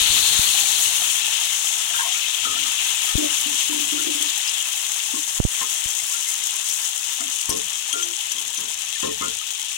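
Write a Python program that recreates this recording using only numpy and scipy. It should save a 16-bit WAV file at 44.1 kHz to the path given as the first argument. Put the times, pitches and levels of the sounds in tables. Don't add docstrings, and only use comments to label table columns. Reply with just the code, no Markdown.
import sys
import numpy as np
from scipy import signal
from scipy.fft import rfft, irfft, next_fast_len
from scipy.io import wavfile
from scipy.ndimage import uniform_filter1d

SR = 44100
rng = np.random.default_rng(int(sys.argv[2]) if len(sys.argv) > 2 else 0)


def wrap_up_sound(samples):
    columns = np.atleast_2d(samples).T
    tamed = np.clip(columns, -1, 1)
    steps = np.round(tamed * 32767).astype(np.int16)
    wavfile.write(sys.argv[1], SR, steps)


def ratio_of_db(decibels):
    return 10 ** (np.asarray(decibels, float) / 20)


N = 430857
PADDED = next_fast_len(N + 4096)
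BINS_HZ = np.arange(PADDED // 2 + 1) * SR / PADDED
LEFT_LAG = 46


def rms_one(x):
    return x / np.sqrt(np.mean(x ** 2) + 1e-20)


def in_time(rows):
    times, *columns = np.transpose(rows)
    return [np.interp(np.arange(N) / SR, times, column) for column in columns]


def colour(x, gain):
    return irfft(rfft(x, PADDED) * gain, PADDED)[..., :N]


def response(points):
    hz, db = np.transpose(points)
    log_gain = np.interp(np.log(BINS_HZ + 1), np.log(hz), db) * np.log(10) / 20
    cepstrum = irfft(log_gain, PADDED)
    cepstrum[1:PADDED // 2] *= 2
    cepstrum[PADDED // 2 + 1:] = 0
    return np.exp(rfft(cepstrum))


def band_filter(x, order, edges_hz, kind):
    return signal.sosfilt(signal.butter(order, edges_hz, kind, fs=SR, output="sos"), x)


def drift(rate):
    r = np.exp(-40 * np.pi * rate / SR)
    slow = signal.lfilter([1], [1, -2 * r, r * r], rng.standard_normal(N // 20 + 3002))[3000:]
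    return np.interp(np.arange(N) / 20, np.arange(len(slow)), rms_one(slow))


def ring(x, hz, t60):
    r, w = ratio_of_db(-60 / (t60 * SR)), 2 * np.pi * hz / SR
    return signal.lfilter([0, np.sin(w)], [1, -2 * r * np.cos(w), r * r], x + 1e-18)


def add(out, s, sound):
    i = round(s * SR)
    out[..., i:i + sound.shape[-1]] += sound[..., :N - i]


def bursts(per_s, spread_db, fall_s):
    sizes = ratio_of_db(spread_db * np.minimum(rng.exponential(1, N), 3.5))
    born = rng.random(N) < per_s / SR
    return rms_one(signal.lfilter([1], [1, -np.exp(-1 / (fall_s * SR))], sizes * born))


def whistles(per_s, low_hz, high_hz, cycles):
    sizes = ratio_of_db(3.5 * np.minimum(rng.exponential(1, N), 4)) * rng.choice([-1, 1], N)
    pops = sizes * (rng.random(N) < per_s / SR)
    dealt = rng.integers(0, 14, N)
    pitches_hz = np.geomspace(low_hz, high_hz, 14)
    rings = sum(ring(pops * (dealt == k), hz, cycles / hz) for k, hz in enumerate(pitches_hz))
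    return pops, rings


# t/s, level/dB, aim of the phone (3 kHz hump's share of the fizz)/dB
FRYING = [(0, -20.5, -3), (.4, -20.5, -6), (.87, -22, -7), (1.36, -24, -2.5), (1.7, -24, -7),
          (2.1, -25.5, -3.5), (2.45, -26, -3), (2.9, -24.5, -2.5), (3.2, -24.5, -4.5), (3.7, -25, -5),
          (4.3, -26, -3), (5.1, -27, -7), (5.7, -26.5, -7), (6.8, -27.5, -7.5), (7.6, -29, -6.5),
          (8.4, -30, -5.0), (9.1, -30.5, -4.5), (9.77, -31.5, -4)]
# level re vigour/dB, share of vigour's swing [ratio], share of aim [ratio]
FIZZ_BANDS = [
    (-16, 1.16, 0.17),
    (-4.5, 0.95, 1.05),
    (-2.5, 1.06, -0.41),
    (-7, 1.61, -0.18),
]


def band_levels():
    vigour_db, aim_db = in_time(FRYING)
    mean_db = vigour_db.mean()
    vigour_swing, aim_swing = vigour_db - mean_db, aim_db - aim_db.mean()
    return [mean_db + db + swing * vigour_swing + turn * aim_swing for db, swing, turn in FIZZ_BANDS]


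# f/Hz, level/dB per Hz
OPEN_PORT = [(500, -32), (900, -17), (1500, -17.5), (2350, -10.5), (2650, -3.5), (3250, 0), (3700, -4),
             (4600, -15), (6500, 1), (9000, -5), (11200, -21), (14100, -28), (14700, -16), (16000, -16)]
# f/Hz, level/dB per Hz
SHADED_PORT = [(250, -25), (540, -23), (850, -11), (3000, -10), (5000, -8), (6500, -10), (8300, -17),
               (9200, -10), (10900, 1), (11800, -2), (12600, -10), (14100, -20), (14700, -9), (16000, -10)]
BAND_EDGES_HZ = [2200, 4700, 9500]
CRACKLE_SHARE_DB = [-17, -12, -4, -3]


def sizzle():
    settled = np.interp(np.arange(N) / SR, [0, 1.5, 9], [.15, .45, 1.2])
    spits = settled * bursts(69, spread_db=-8.0, fall_s=0.0049)
    crackle = settled * bursts(150, spread_db=2.0, fall_s=0.00019)
    burst_power = crackle ** 2 + .6 * spits ** 2
    pings = ratio_of_db(-14) * rms_one(whistles(400, 2100, 8500, cycles=80)[1]) * [[1], [0]]
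    ports = np.array([response(OPEN_PORT), ratio_of_db(-8.5) * response(SHADED_PORT)])
    below = [0] + [1 / (1 + (BINS_HZ / edge) ** 8) for edge in BAND_EDGES_HZ] + [1]
    white, together = rng.standard_normal((2, N)), drift(18.0)
    out = 0
    for low, high, level_db, crackle_db in zip(below, below[1:], band_levels(), CRACKLE_SHARE_DB):
        fizz = ratio_of_db(0.69 * together + 1.0 * drift(17.3) + 0.41 * drift(5.5))
        power = fizz ** 2 + ratio_of_db(2 * crackle_db) * burst_power
        band = colour(white * np.sqrt(power) + pings, ports * (high - low))
        out = out + band / np.std(band.mean(axis=0)) * ratio_of_db(level_db - 1)
    return out


# t/s, level/dB
STEAM = [
    (0, -27),
    (.4, -26),
    (.8, -31),
    (1.1, -37),
    (1.25, -48),
    (9.77, -55),
]


def rush():
    hiss = rms_one(band_filter(rng.standard_normal((2, N)), 4, [3350, 4450], "band"))
    return ratio_of_db(in_time(STEAM)[0] + 6 + drift(15)) * hiss * ratio_of_db([[0], [-20]])


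# f/Hz, level/dB, t60/s
PAN_MODES = [(74.5, -21, 0.62), (90, -15, 0.37), (183, -5, 0.11), (262, -15, 0.12), (264, -6, .08),
             (300, 7, 0.2), (350, 8.5, 0.97), (408, 8.5, .12), (441, 11, 0.91), (522, 17.5, 0.088),
             (595, 10, 0.23), (678, -12, 0.072), (790, -12, 0.14), (755, -15, 0.15), (956, -2, 0.051),
             (1061, 4.5, 0.086), (1270, 9.5, 0.093), (1397, 21.5, 0.82), (1389, -18, 0.44), (1480, 6, .1),
             (1600, 34, 0.019), (1780, 36, 0.076), (2090, -16, .12)]


def bubbles():
    pops, rings = whistles(200, 702.6, 2390, cycles=45.0)
    pan = sum(ratio_of_db(db) * ring(pops, hz, t60) for hz, db, t60 in PAN_MODES if hz > 700)
    sound = ratio_of_db(band_levels()[0]) * (ratio_of_db(-6) * rms_one(rings) + ratio_of_db(-8) * rms_one(pan))
    return np.array([np.roll(sound, LEFT_LAG), ratio_of_db(-5.5) * sound])


# f/Hz, level/dB per Hz
RUMBLE_TONE = [(25, -9), (75, 8), (130, 0), (300, -2.5), (500, -4), (900, -42.5)]
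# t/s, length/s, level/dB
STOVE_SHUDDERS = [
    (2.5, 0.24, -59),
    (3.15, 1, -56.5),
    (5.1, .3, -63),
    (6.5, 2.28, -64),
    (9.1, 0.26, -57),
]


def rumble():
    t, edge_s = np.arange(N) / SR, 0.08
    floor_db, boil_db = -74, -39 - 13.5 * t
    power = ratio_of_db(2 * floor_db) + ratio_of_db(2 * boil_db)
    for s, length, db in STOVE_SHUDDERS:
        inside_s = np.minimum(t - s + edge_s, s + length + edge_s - t)
        power = power + ratio_of_db(2 * db) * np.clip(inside_s / edge_s, 0, 1) ** 2
    mid, side = colour(rng.standard_normal((2, N)), response(RUMBLE_TONE))
    ports = rms_one(np.array([mid + 0.74 * side, mid - 0.7 * side]))
    return np.sqrt(power) * ratio_of_db(2.0 * drift(7) - 2) * ports


# t/s, height [signed amplitude], left share [0-1], rise/s, fall/s
PORT_THUMPS = [
    (0.013, 0.14, 0.94, 0.0024, 0.0072),
    (0.101, 0.15, 1, .002, 0.0057),
    (0.393, -1.1, 0.04, 0.0021, 0.0018),
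    (3.154, -0.77, 1, 0.00074, 0.0034),
    (5.4013, 0.9, 0, 0.00012, 0.0018),
    (5.451, -0.91, 0, 0.00043, 0.0028),
    (5.858, 0.1, 1, 0.0013, 0.0052),
    (6.031, .015, 0, 0.0011, 0.0035),
    (7.495, 0.14, 1, 0.00054, 0.0038),
]


def thumps():
    out, t = np.zeros((2, N)), np.arange(SR // 10) / SR
    for s, height, left, rise, fall in PORT_THUMPS:
        pulse = (1 - np.exp(-t / rise)) ** 2 * np.exp(-t / fall)
        add(out, s, 1.9 * height * pulse * [[left], [1 - left]])
    out = band_filter(out + 1e-18, 2, 1100, "low")
    out = band_filter(out + 1e-18, 1, 18, "high")
    return signal.sosfiltfilt(signal.butter(1, 25, "high", fs=SR, output="sos"), out)


# t/s, length/s,
# level/dB rms, centre f/Hz
CLINKS_AND_HUM = [(0.541, 0.26, -45, 790), (7.206, 0.042, -42, 678), (1.939, 0.03, -28, 1480),
                  (1.987, .09, -34.5, 982), (1.991, .026, -24.5, 1600), (2.048, .07, -39, 718),
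                  (2.137, .05, -40, 1310), (2.402, 0.92, -62, 75.4), (2.449, 0.01, -27, 1370),
                  (2.468, 0.076, -34.5, 1240), (2.566, .018, -33, 1480), (2.638, .059, -42, 1270),
                  (3.218, .05, -29.5, 595), (3.722, 0.042, -43, 950), (3.98, 0.031, -36.5, 1389),
                  (3.07, .06, -40.5, 1270), (7.938, .045, -45, 678), (5.135, 0.038, -42.5, 1070),
                  (5.612, 0.027, -42, 2090), (6.137, .024, -38, 1427), (6.261, .03, -38.5, 2090),
                  (7.201, .013, -36, 1330), (7.932, 0.078, -32, 1389), (7.949, 0.057, -38, 441),
                  (8.954, 0.011, -34, 1720), (9.088, .037, -44, 2040), (9.201, .046, -43, 2090),
                  (9.211, 0.041, -30, 1162), (9.222, 0.055, -33, 1389), (9.409, .016, -41.5, 1264)]
# t/s, length/s, level/dB rms, centre f/Hz
STEAM_SQUEAKS = [
    (2.14, .03, -29, 2500),
    (2.79, .04, -27, 2650),
    (4.28, .03, -28, 3750),
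    (4.474, .02, -25.5, 5250),
    (5.0, .03, -31, 2900),
    (6.49, .03, -29, 3100),
    (7.502, .04, -28.5, 5760),
    (6.83, .02, -31, 5870),
]
# t/s, length/s, level/dB rms, centre f/Hz
PAN_DRAGS = [(2.548, 0.14, -47, 268), (3.175, 0.088, -25, 300), (3.28, .05, -41, 310),
             (3.456, 0.09, -37.5, 266), (3.692, 0.14, -32, 295), (3.828, 0.056, -40, 270),
             (3.92, .077, -31, 320), (4.006, .05, -36.5, 336), (4.064, 0.051, -28.5, 317),
             (4.145, .032, -34.5, 315), (4.201, 0.077, -39, 294), (5.133, 0.059, -35, 284),
             (7.201, .088, -43, 260), (7.934, .19, -41, 348)]
# multiple of centre [ratio], level/dB, spread/octaves
DRAG_PARTIALS = [
    (1.0, -1.5, 0.19),
    (1.45, -13, 0.18),
    (2.0, -15.5, .12),
]
# t/s, length/s, level/dB rms, hardness/dB
SPOON_THUDS = [
    (2.454, 0.081, -42, -7),
    (5.611, 0.05, -43.5, 11.5),
    (7.489, 0.1, -32.5, -6.5),
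    (8.349, 0.15, -51, 0),
    (8.581, .1, -45, -4),
    (9.028, 0.091, -30.5, -5),
    (9.208, 0.094, -35.5, -6),
]
# centre f/Hz, level/dB, spread/octaves, length factor [ratio], share of hardness [ratio]
THUD_PARTIALS = [
    (290, -2.5, 0.68, 1.0, 0),
    (441, -3.5, .05, 1.16, 0.035),
    (560, -6, .3, 0.56, 0),
    (112, -19.5, 0.47, 1.8, 0),
    (1060, -1.5, 0.17, 0.71, 1),
    (800, 1.5, 0.78, 0.3, 0.9),
]


def contacts():
    small = [(*row, 0.078) for row in CLINKS_AND_HUM + STEAM_SQUEAKS]
    drags = [(s, length, db + part_db, hz * multiple, spread)
             for s, length, db, hz in PAN_DRAGS
             for multiple, part_db, spread in DRAG_PARTIALS]
    thuds = [(s, length * longer, db + part_db + share * hard_db, hz, spread)
             for s, length, db, hard_db in SPOON_THUDS
             for hz, part_db, spread, longer, share in THUD_PARTIALS]
    return small + drags + thuds


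def knocks():
    out, events = np.zeros((2, N)), contacts()
    grit = rng.standard_normal((len(events), SR))
    lean_db = rng.normal(0, 1, len(PAN_MODES))
    for rough, (s, length, level_db, centre_hz, spread) in zip(grit, events):
        t = np.arange(round((min(length, .8) + .15) * SR)) / SR
        rough = rough[:len(t)]
        blow = 2.0 * np.exp(-t * centre_hz * 4) * np.abs(rough)
        edges = centre_hz * 2 ** (np.array([-1, 1]) * (0.046 + 1.15 * spread))
        rub = band_filter((rough + blow) * (t < length) + 1e-18, 2, edges, "band")
        sound = np.ones((2, 1)) * (2.5 + 12.0 * spread ** 3) * rub
        for (hz, db, t60), lean in zip(PAN_MODES, lean_db):
            near = np.exp(-.5 * (np.log2(hz / centre_hz) / spread) ** 2)
            if near > 1 / 50:
                mode = ring(rub, hz, t60) / np.sqrt(t60)
                sound += near * ratio_of_db(db) * mode * ratio_of_db([[lean], [-lean]])
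        swell = np.sqrt(uniform_filter1d(np.sum(sound ** 2, axis=0), size=600) + 1e-9)
        sound = sound / swell ** .6
        damping = np.exp(-np.maximum(t - length, 0) / 0.021)
        easing = ratio_of_db(-5 * t / length) * damping
        add(out, s, ratio_of_db(level_db + 3.5) * easing * sound / np.std(sound[:, :round(length * SR)]))
    shaded = signal.lfilter(*signal.butter(1, 1510, fs=SR), out[1])
    return np.array([np.roll(out[0], LEFT_LAG), shaded])


# t/s, peak level/dB, high ring f/Hz, low ring level re peak/dB, top rings level re peak/dB
SPOON_TICKS = [(5.4393, -8, 6600, -29, -30), (5.6125, -32, 6160, -4, -8), (6.4368, -13, 7040, -28, -25),
               (6.698, -14, 5970, -28, -24), (6.7104, -14, 5870, -26, -19), (6.8229, -18, 5870, -16, -18),
               (7.2063, -12, 6550, -28, -15), (7.3674, -21, 6370, -14, -23), (7.493, -9.5, 8440, -27, -10),
               (7.5, -10, 5770, -22, -8), (7.893, -19, 6450, -12, -12), (7.9274, -9.5, 6530, -7, -6),
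               (8.026, -8.5, 6130, -7, -33), (8.318, -10.5, 6010, -9, -11), (8.3836, -12, 6200, 0, -25),
               (8.538, -16.5, 6940, -2, -21), (8.5728, -13.5, 6120, -27, -9), (8.956, -21, 6900, -22, -16),
               (9.639, -21, 6650, 10, -38)]
SIDE_MODES = [.93, 1.12, 1.27]
TOP_MODES_HZ = [9500, 11250]


def ticks():
    out, t = np.zeros((2, N)), np.arange(SR // 8) / SR
    chatters = rng.standard_normal((len(SPOON_TICKS), 3, SR // 8))
    for chatter, (s, peak_db, high_hz, low_db, top_db) in zip(chatters, SPOON_TICKS):
        touch = (chatter[0] + 2.0 * (t == 0)) * np.exp(-t / 0.003)
        rings = ring(touch, high_hz, 0.068) + ratio_of_db(low_db + 5) * ring(touch, 3235, 0.049)
        rings = rings + 0.64 * sum(ring(touch, ratio * high_hz, 0.013) for ratio in SIDE_MODES)
        top = sum(ring(touch, hz, 0.053) for hz in TOP_MODES_HZ) + 1.5 * np.diff(touch, prepend=0)
        crack = band_filter(chatter[1:], 2, [2500, 10000], "band") * np.exp(-t / 0.0024)
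        sound = rings / np.abs(rings).max() * ratio_of_db([[0], [-14]])
        sound = sound + ratio_of_db(top_db + np.array([[-1], [-9]])) * top / np.abs(top).max()
        add(out, s, ratio_of_db(peak_db + 1.0) * (sound + ratio_of_db([[-9], [-16]]) * crack))
    return band_filter(out + 1e-18, 4, 2000, "high")


def scene():
    return sizzle() + rush() + bubbles() + rumble() + thumps() + knocks() + ticks()


def roll_off(x):
    return signal.sosfilt(signal.butter(12, 17100, fs=SR, output="sos"), x)


def record(dry):
    bass = signal.sosfiltfilt(signal.butter(1, 500, fs=SR, output="sos"), dry)
    over_db = np.maximum(20 * np.log10(np.abs(bass).max(axis=0) + 1e-9) + 9, 0)
    slope = 60 * np.arange(N) / SR
    held_db = np.maximum.accumulate(over_db + slope) - slope
    duck_db = uniform_filter1d(np.roll(held_db, -500), size=400)
    ducked = bass + (dry - bass) * ratio_of_db(-1.1 * duck_db)
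    limited = np.clip(ducked, [[-.6], [-.86]], [[.6], [.86]])
    cut = signal.sosfilt(signal.ellip(10, .5, 80, 15850, fs=SR, output="sos"), limited)
    return roll_off(cut)


dry = scene()
out = record(dry)
wrap_up_sound(out)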